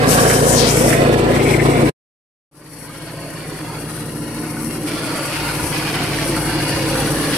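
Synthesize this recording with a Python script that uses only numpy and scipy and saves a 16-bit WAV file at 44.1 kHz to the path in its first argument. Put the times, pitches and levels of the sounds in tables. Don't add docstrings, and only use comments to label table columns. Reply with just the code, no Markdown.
import sys
import numpy as np
from scipy import signal
from scipy.fft import rfft, irfft
from scipy.io import wavfile
from scipy.ndimage import map_coordinates

SR = 44100
rng = np.random.default_rng(int(sys.argv[2]) if len(sys.argv) > 2 else 0)


def generate_wav(sig):
    pcm = np.round(np.clip(np.atleast_2d(sig).T, -1, 1) * 32767).astype(np.int16)
    wavfile.write(sys.argv[1], SR, pcm)


N = 325017
TIME = np.arange(N) / SR
BINS = np.fft.rfftfreq(N, 1 / SR)
FREE_HZ = 27.97
LEFT_LAG_S = 0.0003


def amp(db):
    return 10 ** (np.asarray(db) / 20)


def unit(x):
    return x / np.sqrt(np.mean(x ** 2) + 1e-20)


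def curves(rows):
    s, *columns = np.transpose(rows)
    return [np.interp(TIME, s, c) for c in columns]


def across(points):
    hz, value = np.transpose(points)
    return np.interp(np.log(BINS + 1), np.log(hz), value)


def swell(middle_s, half_s):
    return np.exp(-((TIME - middle_s) / half_s) ** 2)


def panned(db):
    return amp([[db / 2], [-db / 2]])


def wander(rate_hz):
    return unit(irfft(rfft(rng.standard_normal(N)) / (1 + (BINS / rate_hz) ** 2), N))


def grains(per_s, spread_db):
    size = amp(spread_db * np.minimum(rng.exponential(1, (2, N)), 4))
    return unit(size * rng.choice([-1, 1], (2, N)) * (rng.random((2, N)) < per_s / SR))


def resonate(x, hz, width_hz):
    turn = np.exp(2j * np.pi * np.cumsum(hz) / SR)
    pole = np.exp(-np.pi * width_hz / SR)
    return unit((turn * signal.lfilter([1], np.poly([pole, pole]), x / turn)).real)


def sheet_metal(drive, ripple_db=6.5, spacing_hz=55, drift_s=.25, smooth_above_hz=6500):
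    hz, s, spectrum = signal.stft(drive, SR, nperseg=2048)
    knots = np.clip(rng.standard_normal((1200, 160)), -2, 2)
    grid = np.meshgrid(hz / spacing_hz, s / drift_s, indexing="ij")
    ripple = map_coordinates(knots, grid, order=1, mode="mirror")
    depth_db = ripple_db * np.clip(hz / 350 - 1, 0, 1) / np.sqrt(1 + (hz / smooth_above_hz) ** 2)
    return signal.istft(spectrum * amp(depth_db[:, None] * ripple), SR)[1][:, :N]


# frequency in Hz, left-right likeness from 0 to 1.
LIKENESS = [(100, 1), (300, 0.88), (600, 0.88), (1100, 0.84), (1600, 0.53), (2200, 0.41), (4000, 0),
            (9000, 0)]
# frequency in Hz, left minus right in dB.
BALANCE = [(100, 7.5), (320, -2.5), (600, 0), (1000, -1.5), (1700, -4.5), (2800, 0.5), (4500, 3),
           (7000, 0.5), (9000, 1.5), (11000, 9.5), (15000, 5)]
def radiate(drive, colour, lag_s=0):
    common, apart = rfft(sheet_metal(drive)) * amp(across(colour))
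    same, lean = np.clip(across(LIKENESS), -1, 1), amp(across(BALANCE) / 2)
    common, apart = common * np.sqrt(1 + same), apart * np.sqrt(1 - same)
    late = np.exp(-2j * np.pi * BINS * lag_s)
    pair = irfft(np.array([(common + apart) * lean * late, (common - apart) / lean]), N)
    return pair / np.std(pair.mean(0))


# time in seconds, firings a second.
ENGINE_SPEED = [(0, 28.56), (.75, 28.61), (1.4, 28.47), (2.5, 28.45), (3, 28.56), (4.1, 28.57),
                (4.85, 28.78), (5.28, 26.96), (5.45, 27.7), (5.82, 28.24), (5.96, 27.5), (6.25, 27),
                (6.53, 28.14), (6.8, 26.89), (6.95, 27.04), (7.22, 28.1), (7.37, 28.13)]
def firing_count(first_s=.007):
    cycles = np.cumsum(curves(ENGINE_SPEED)[0]) / SR
    return cycles - np.interp(first_s, TIME, cycles)


def governor(lag_s=0.16):
    sag = np.maximum(FREE_HZ - curves(ENGINE_SPEED)[0], 0)
    return sag, np.interp(TIME - lag_s, TIME, sag)


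def tooth_count(cycles, per_firing=5.47, slip=2.9):
    return per_firing * cycles - slip * np.cumsum(governor()[0]) / SR


def exhaust(cycles, orders, scatter, unsteady, jitter=0.0057):
    turns = cycles + jitter * wander(12)
    tones = 0
    for k, db in orders:
        flutter = unit(1 + unsteady * k / 5 * wander(7.3))
        phase = k * turns + scatter * (rng.random() - .5)
        tones -= amp(db) * flutter * np.cos(2 * np.pi * phase)
    core_power = sum(amp(db) ** 2 / 2 for k, db in orders if 3 < k < 7)
    return tones / np.sqrt(core_power)


def crank(cycles, unsteady=.08):
    return unit(np.sin(2 * np.pi * 2 * cycles) * (1 + unsteady * wander(6)))


def pops(cycles, db=-12, half_width_s=0.00046, uneven_db=3.5, jitter=0.0068):
    turns = cycles + jitter * wander(14)
    firing = np.round(turns).astype(int)
    age = (turns - firing) / FREE_HZ / half_width_s
    strength = amp(db + uneven_db * np.clip(rng.standard_normal(N), -2, 1))[firing]
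    return strength * (age ** 2 - 1) * np.exp(-age ** 2 / 2)


def shaking(cycles, locked, throb=0, lumps_db=0, ring_s=0.022):
    firings = np.diff(np.floor(cycles), prepend=0) * (1 + 0.088 * rng.standard_normal(N))
    t = TIME[:SR // 16]
    shake = rng.standard_normal((2, len(t))) * np.exp(-t / ring_s)
    rattle = unit(signal.oaconvolve(firings[None], shake, axes=1)[:, :N])
    rush = rng.standard_normal((2, N)) * (1 + throb * np.cos(2 * np.pi * 2 * cycles))
    return locked * rattle + unit(rush * amp(lumps_db * wander(23)))


# time in seconds, pitch in Hz, level in dB.
HONK = [(0, 520, -26), (.39, 433, -17), (.52, 483, -26), (.68, 470, -21), (.85, 478, -23),
        (1.08, 467, -24.5), (1.3, 494, -25), (1.6, 465, -31.5), (1.87, 500, -23)]
def tailpipe(cycles, width_hz=115, lumps_db=3, stray=.07):
    hz, db = curves(HONK)
    level = amp(db + lumps_db * wander(12))
    pulses = shaking(cycles, locked=0.45)[0]
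    return level * resonate(pulses, hz * (1 + stray * wander(9.1)), width_hz)


# multiple of the tooth rate, close level in dB, distant level in dB.
WHIRR_TONES = [(1, -33, -28), (2, -44.5, -38.5), (3, -36, -45)]
def whirr(teeth, close, unsteady=0.11):
    out = np.zeros(N)
    for k, near_db, far_db in WHIRR_TONES:
        flutter = 1 + unsteady * k ** 2 * (wander(6) + 1j * wander(4.4))
        tone = (np.exp(2j * np.pi * k * teeth) * flutter).real
        out += amp(near_db if close else far_db) * unit(tone)
    return out


# multiple of the firing rate, relative level in dB.
NEAR_TONES = [(1, -22.5), (3, -15.5), (4, -4), (5, -2), (6, -11.5), (7, -16.5), (9, -14), (12, -18),
              (13, -13.5), (18, -16.5), (26, -13.5)]
def near_drone(cycles, teeth, rise_db_per_s=1):
    drone = amp(-21 + rise_db_per_s * TIME) * exhaust(cycles, NEAR_TONES, scatter=0.14, unsteady=0.2)
    drone += amp(-31.5) * crank(cycles, unsteady=.15) + pops(cycles) + tailpipe(cycles)
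    drone += whirr(teeth, close=True)
    left = np.interp(TIME - LEFT_LAG_S, TIME, drone)
    return np.array([left, drone]) * panned(0.5)


# time in seconds, pitch in Hz.
BOOM_PITCH = [(0, 263), (.8, 305.5), (1.05, 343), (1.6, 348), (1.9, 303), (2.5, 293.4), (4.3, 302),
              (6.1, 311), (6.5, 322), (6.8, 319.4), (7.37, 298.5)]
def muffler(cycles, width_hz, locked):
    return resonate(shaking(cycles, locked)[0], curves(BOOM_PITCH)[0], width_hz)


# time in seconds, level in dB.
NEAR_BOOM_RIDE = [(0, -24), (.2, -22.5), (.35, -39), (.6, -26), (1.1, -22), (1.3, -20.5), (1.45, -19.5),
                  (1.9, -19)]
NEAR_RATTLE_RIDE = [(0, -16), (.4, -18), (.65, -17.5), (1.3, -19), (1.5, -22), (1.9, -19)]
# frequency in Hz, gain in dB.
NEAR_CASING_EQ = [(20, -21), (90, -13), (130, -14.5), (190, -3), (250, 2.5), (340, -9), (470, 0), (600, -2),
                  (750, -6), (830, -18), (1100, -18), (2000, -56)]
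def near_body(cycles):
    boom = amp(curves(NEAR_BOOM_RIDE)[0]) * muffler(cycles, width_hz=104, locked=0.69)
    shake = shaking(cycles, locked=0.27, throb=0.091, lumps_db=2)
    rattle = amp(curves(NEAR_RATTLE_RIDE)[0]) * radiate(shake, NEAR_CASING_EQ, LEFT_LAG_S)
    return boom * panned(8) + rattle


def cutter(teeth, per_s, spread_db, bite, uneven_db):
    passing = 1 + bite * (np.cos(2 * np.pi * teeth) + 0.48 * np.cos(np.pi * teeth))
    return grains(per_s, spread_db) * passing * amp(uneven_db * wander(23))


# pitch in Hz, level in dB, seconds to fall 60 dB.
GUARD_MODES = [(938, -0.5, 0.12), (1021, 1.5, 0.095), (1228, -1.5, 0.13), (1377, -0.5, 0.075),
               (1488, 2.5, 0.075), (1677, 0.5, 0.037), (1810, 4.5, 0.036), (2153, -3, 0.095),
               (2422, -6.5, 0.03), (2787, -2.5, 0.081), (4343, -6.5, 0.062)]
def guard_modes():
    t = TIME[:SR // 10]
    return np.array([amp(db - 60 * t / t60) * np.sin(2 * np.pi * hz * t) for hz, db, t60 in GUARD_MODES])


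def pelting(per_s=60, spread_db=4.5, shared=0.5, flex=.03):
    rings = sum(signal.oaconvolve(grains(per_s, spread_db), mode[None], axes=1)[:, :N]
                for mode in guard_modes())
    bent = TIME + np.cumsum(flex * wander(5)) / SR
    rings = np.array([np.interp(bent, TIME, ring, period=TIME[-1]) for ring in rings])
    return unit(rings + shared * rings[::-1])


# middle in seconds, half length in seconds, boost in dB.
SOIL_SCUFFS = [(0.09, 0.04, 3), (0.24, 0.1, 8.5), (0.91, 0.14, 7), (1.16, .1, 0)]
def scuffs():
    return sum(db * swell(s, half_s) for s, half_s, db in SOIL_SCUFFS)


# frequency in Hz, gain in dB.
NEAR_SCRAPE_EQ = [(400, -15), (800, 2.5), (1000, 5.5), (1300, 2), (1800, 4.5), (2500, 0), (3200, -2.5),
                  (4200, -5), (5300, -9.5), (6500, -27), (9000, -35)]
def near_wheel(teeth, fall_db_per_s=3, scuff_share=0.078):
    level = amp(-25 - fall_db_per_s * TIME + scuff_share * scuffs())
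    cracks = cutter(teeth, per_s=9000, spread_db=2, bite=0.046, uneven_db=2)
    scrape = radiate(cracks, NEAR_SCRAPE_EQ, LEFT_LAG_S)
    return level * panned(-2.5) * (scrape + amp(-5.5) * pelting())


def spray(colour, per_s, spread_db, clumps_db):
    pair = radiate(grains(per_s, spread_db) * amp(clumps_db * wander(21)), colour)
    return pair / np.std(pair, axis=1, keepdims=True)


# time in seconds, level in dB.
LEFT_HISS_RIDE = [(0, -32), (.055, -31.5), (.09, -14.5), (.2, -17.5), (.34, -17.5), (.4, -19.5), (.48, -17),
                  (.66, -22), (.72, -18.5), (.93, -20.5), (0.99, -27.5), (1.17, -32.5), (1.25, -40),
                  (1.32, -31), (1.9, -30.5)]
# frequency in Hz, gain in dB.
NEAR_SPRAY_EQ = [(2000, -26.5), (3800, -12), (5500, 1), (6800, -1.5), (8000, 3.5), (9200, 3.5), (11000, -5),
                 (13000, -6.5), (15500, -24)]
def near_spray():
    level = amp([curves(LEFT_HISS_RIDE)[0], -34.5 + scuffs()])
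    return level * spray(NEAR_SPRAY_EQ, per_s=14000, spread_db=1.8, clumps_db=2)


def air_resonance(path, width_hz, flutter_db):
    hz, db = curves(path)
    return amp(db + flutter_db * wander(30)) * resonate(rng.standard_normal(N), hz, width_hz)


# time in seconds, centre in Hz, level in dB.
SWISH_PATH = [(.04, 2800, -54.5), (.13, 2740, -17), (.19, 3500, -48.5), (.36, 9000, -50.5),
              (.46, 8100, -23), (.52, 7700, -16.5), (.555, 6350, -18.5), (.595, 4940, -13.5),
              (.655, 3930, -16), (.695, 5400, -17.5), (.72, 7300, -20.5), (.82, 7700, -30),
              (1.02, 7450, -63.5)]
def swish():
    return air_resonance(SWISH_PATH, width_hz=3400, flutter_db=1) * amp([[0], [-26]])


# middle in seconds, half length in seconds, level in dB, centre in Hz.
ROOT_PASSES = [(0.281, 0.066, -28.5, 1780), (.93, .05, -31, 1890)]
def root_grates(teeth, width_hz=1150):
    rasp = cutter(teeth, per_s=3000, spread_db=0.5, bite=.4, uneven_db=4.5)[0]
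    return sum(amp(db) * swell(s, half_s) * resonate(rasp, np.full(N, hz), width_hz)
               for s, half_s, db, hz in ROOT_PASSES)


# time in seconds, centre in Hz, level in dB.
HOLLOW_PATH = [(1.1, 1820, -57), (1.21, 1780, -34.5), (1.31, 1850, -25.5), (1.37, 2180, -23.5),
               (1.44, 2250, -27.5), (1.49, 2280, -23), (1.54, 2210, -20.5), (1.585, 2100, -30),
               (1.606, 2060, -18.5), (1.635, 2130, -27), (1.9, 2220, -30.5)]
def hollow_ring():
    return air_resonance(HOLLOW_PATH, width_hz=490, flutter_db=2.9) * amp([[0], [-12]])


# multiple of the firing rate, relative level in dB.
FAR_TONES = [(1, -20), (3, -12.5), (4, -1), (5, 2), (6, -5), (7, -15), (8, -6), (9, -10), (10, -8),
             (11, -12.5), (12, -9)]
# time in seconds, gain in dB.
FAR_DRONE_RIDE = [(2.5, 0.5), (3, 1), (4.1, 0), (4.8, -2.5), (5.25, -5.5), (5.45, -2), (6.5, 0),
                  (7.15, -0.5), (7.37, -5.5)]
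FAR_BOOM_RIDE = [(2.5, -27.5), (3.4, -31.5), (5, -21.5), (5.2, -30.5), (5.7, -26.5), (5.87, -31.5),
                 (6.2, -24), (6.8, -25), (7.37, -25.5)]
def far_drone(cycles, teeth):
    sag, throttle = governor()
    drone = amp(-26.5 - throttle) * exhaust(cycles, FAR_TONES, scatter=0.25, unsteady=0.16)
    drone += whirr(teeth, close=False)
    drone += amp(-37.5 + 8 * throttle - 3.5 * sag) * crank(cycles)
    boom = amp(curves(FAR_BOOM_RIDE)[0]) * muffler(cycles, width_hz=51, locked=0.13)
    return amp(curves(FAR_DRONE_RIDE)[0]) * drone + boom


# time in seconds, level in dB.
FAR_RATTLE_RIDE = [(2.5, -24), (3.6, -24), (3.9, -26), (4.85, -26.5), (5.15, -24), (5.45, -27), (6, -24),
                   (6.45, -24.5), (7.1, -23.5)]
# frequency in Hz, gain in dB.
FAR_CASING_EQ = [(20, -11), (95, -8.5), (135, 1), (165, 2.5), (195, 1), (235, 0), (310, 3.5), (400, 1),
                 (540, 1), (650, -6), (760, -5.5), (1000, -9.5), (2000, -58)]
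def far_rattle(cycles):
    shake = shaking(cycles, locked=0.54, throb=0.19)
    return amp(curves(FAR_RATTLE_RIDE)[0]) * radiate(shake, FAR_CASING_EQ)


# time in seconds, gain in dB.
WHEEL_CONTACT = [(2.5, 0), (2.95, 2), (3.7, 1), (4.25, -6), (4.38, -0.5), (4.55, -4), (4.83, -3),
                 (4.89, -0.5), (5.2, 4.5), (5.7, 0.5), (6.2, 1), (6.47, 0.5), (6.9, 0), (7.37, -1.5)]
# frequency in Hz, gain in dB.
FAR_SCRAPE_EQ = [(300, -13), (700, -1), (950, -1), (1120, -0.5), (1400, 1.5), (2000, 0), (2800, -3.5),
                 (3300, -5), (3750, -9.5), (4500, 0), (5300, -9.5), (5900, -22.5), (6700, -9.5),
                 (9000, -23)]
def far_wheel(teeth):
    level = amp(-28.5 + curves(WHEEL_CONTACT)[0])
    cracks = cutter(teeth, per_s=9000, spread_db=1, bite=0.042, uneven_db=1.5)
    return level * (radiate(cracks, FAR_SCRAPE_EQ) + amp(-4) * pelting())


# time in seconds, left level in dB, right level in dB.
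SPURT_RIDE = [(2.6, -23, -34.5), (2.8, -18, -28), (2.93, -24, -34.5), (3.5, -25, -36.5), (3.64, -28, -37),
              (3.88, -24, -37), (4.25, -27.5, -42), (4.66, -24, -37), (4.81, -27.5, -40),
              (4.88, -27.5, -29), (5.05, -28, -34), (5.2, -23, -28.5), (5.48, -25, -34), (5.62, -22, -35),
              (5.9, -25, -32), (5.99, -28.5, -36), (6.28, -25.5, -29), (6.47, -22.5, -31), (6.54, -28, -33),
              (6.72, -26.5, -34), (6.95, -23.5, -31.5), (7.37, -25.5, -32)]
# frequency in Hz, gain in dB.
FAR_SPRAY_EQ = [(2500, -11), (3700, -23), (4600, -12), (5700, 2), (6900, -10.5), (8300, 3.5), (9500, 5),
                (10800, 2.5), (11800, -2), (13000, -8), (15500, -21)]
def far_spray():
    return amp(curves(SPURT_RIDE)) * spray(FAR_SPRAY_EQ, per_s=13000, spread_db=3.5, clumps_db=1.87)


# start in seconds, peak level in dB, favoured pitch in Hz.
CHIP_HITS = [(2.895, -28, 1230), (3.977, -27, 1500), (4.569, -21, 1510), (4.755, -24, 1380),
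             (5.178, -19, 1370), (5.497, -16, 1510), (6.186, -14, 1820), (6.366, -13.5, 1330),
             (6.606, -14, 1610), (6.761, -20, 1500), (6.954, -13.5, 1410), (7.305, -19, 1380)]
def clanks(focus_hz=90, others_db=-17):
    out, modes, mode_hz = np.zeros(N), guard_modes(), np.transpose(GUARD_MODES)[0]
    for s, db, hz in CHIP_HITS:
        weights = amp(others_db) + np.exp(-((mode_hz - hz) / focus_hz) ** 2)
        ring = weights @ modes
        part = out[round(s * SR):][:len(ring)]
        part += amp(db) * ring[:len(part)] / abs(ring).max()
    return out


def panel_hum(cycles, order=8, unsteady=0.28):
    tone = np.cos(2 * np.pi * order * cycles + unsteady * wander(8)) * (1 + unsteady * wander(9))
    return amp(-27.5) * swell(middle_s=4.42, half_s=0.68) * unit(tone)


# time in seconds, level in dB.
BITE_RIDE = [(4.8, -90), (4.85, -51), (4.875, -29), (5, -30), (5.08, -31), (5.2, -40), (5.36, -28),
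             (5.5, -33.5), (5.7, -37.5), (5.78, -26.5), (6, -27.5), (6.2, -27), (6.3, -30), (6.43, -40.5),
             (6.62, -27), (6.8, -30.5), (6.96, -28.5), (7.08, -31.5), (7.28, -34.5), (7.33, -26.5)]
# frequency in Hz, gain in dB.
WOOD_EQ = [(600, -25), (1400, 3.5), (2600, 8.5), (3700, 3.5), (5300, 3.5), (6300, -4.5), (9000, -16)]
def tearing(teeth):
    cracks = cutter(teeth, per_s=1400, spread_db=0.5, bite=0.15, uneven_db=1.5)
    return amp(curves(BITE_RIDE)[0]) * radiate(cracks, WOOD_EQ)


# start in seconds, level in dB, pitch in Hz, decay in seconds.
STUMP_KNOCKS = [(5.628, -23, 76, 0.013), (6.729, -22, 78.4, 0.011)]
def knocks():
    out = np.zeros(N)
    for s, db, hz, decay in STUMP_KNOCKS:
        age = np.maximum(TIME - s, 0)
        out += amp(db) * age / decay * np.exp(1 - age / decay) * np.sin(2 * np.pi * hz * age)
    return out


def near_machine(cycles):
    teeth = tooth_count(cycles)
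    mix = near_drone(cycles, teeth) + near_body(cycles) + near_wheel(teeth)
    return mix + panned(-14) * root_grates(teeth) + near_spray() + swish() + hollow_ring()


def far_machine(cycles):
    teeth = tooth_count(cycles)
    mix = far_drone(cycles, teeth) + panel_hum(cycles) + far_rattle(cycles)
    return mix + far_wheel(teeth) + tearing(teeth) + far_spray()


def scene(stop_s=1.894, resume_s=2.512, far_lag_cycles=.39):
    cycles = firing_count()
    cut = np.exp(-np.maximum(TIME - stop_s, 0) / 0.0044)
    fade_in = np.clip((TIME - resume_s) / (TIME[-1] - resume_s), 0, 1) ** 0.7
    machine = cut * near_machine(cycles) + fade_in * far_machine(cycles - far_lag_cycles)
    return machine + clanks() + knocks()


def record(dry, ceiling=.95, edge_hz=15700):
    rounded = dry / (1 + (dry / ceiling) ** 8) ** (1 / 8)
    lowpass = signal.firwin(511, edge_hz, window=("kaiser", 9), fs=SR)
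    return signal.oaconvolve(rounded, lowpass[None], "same")


dry = scene()
out = record(dry)
generate_wav(out)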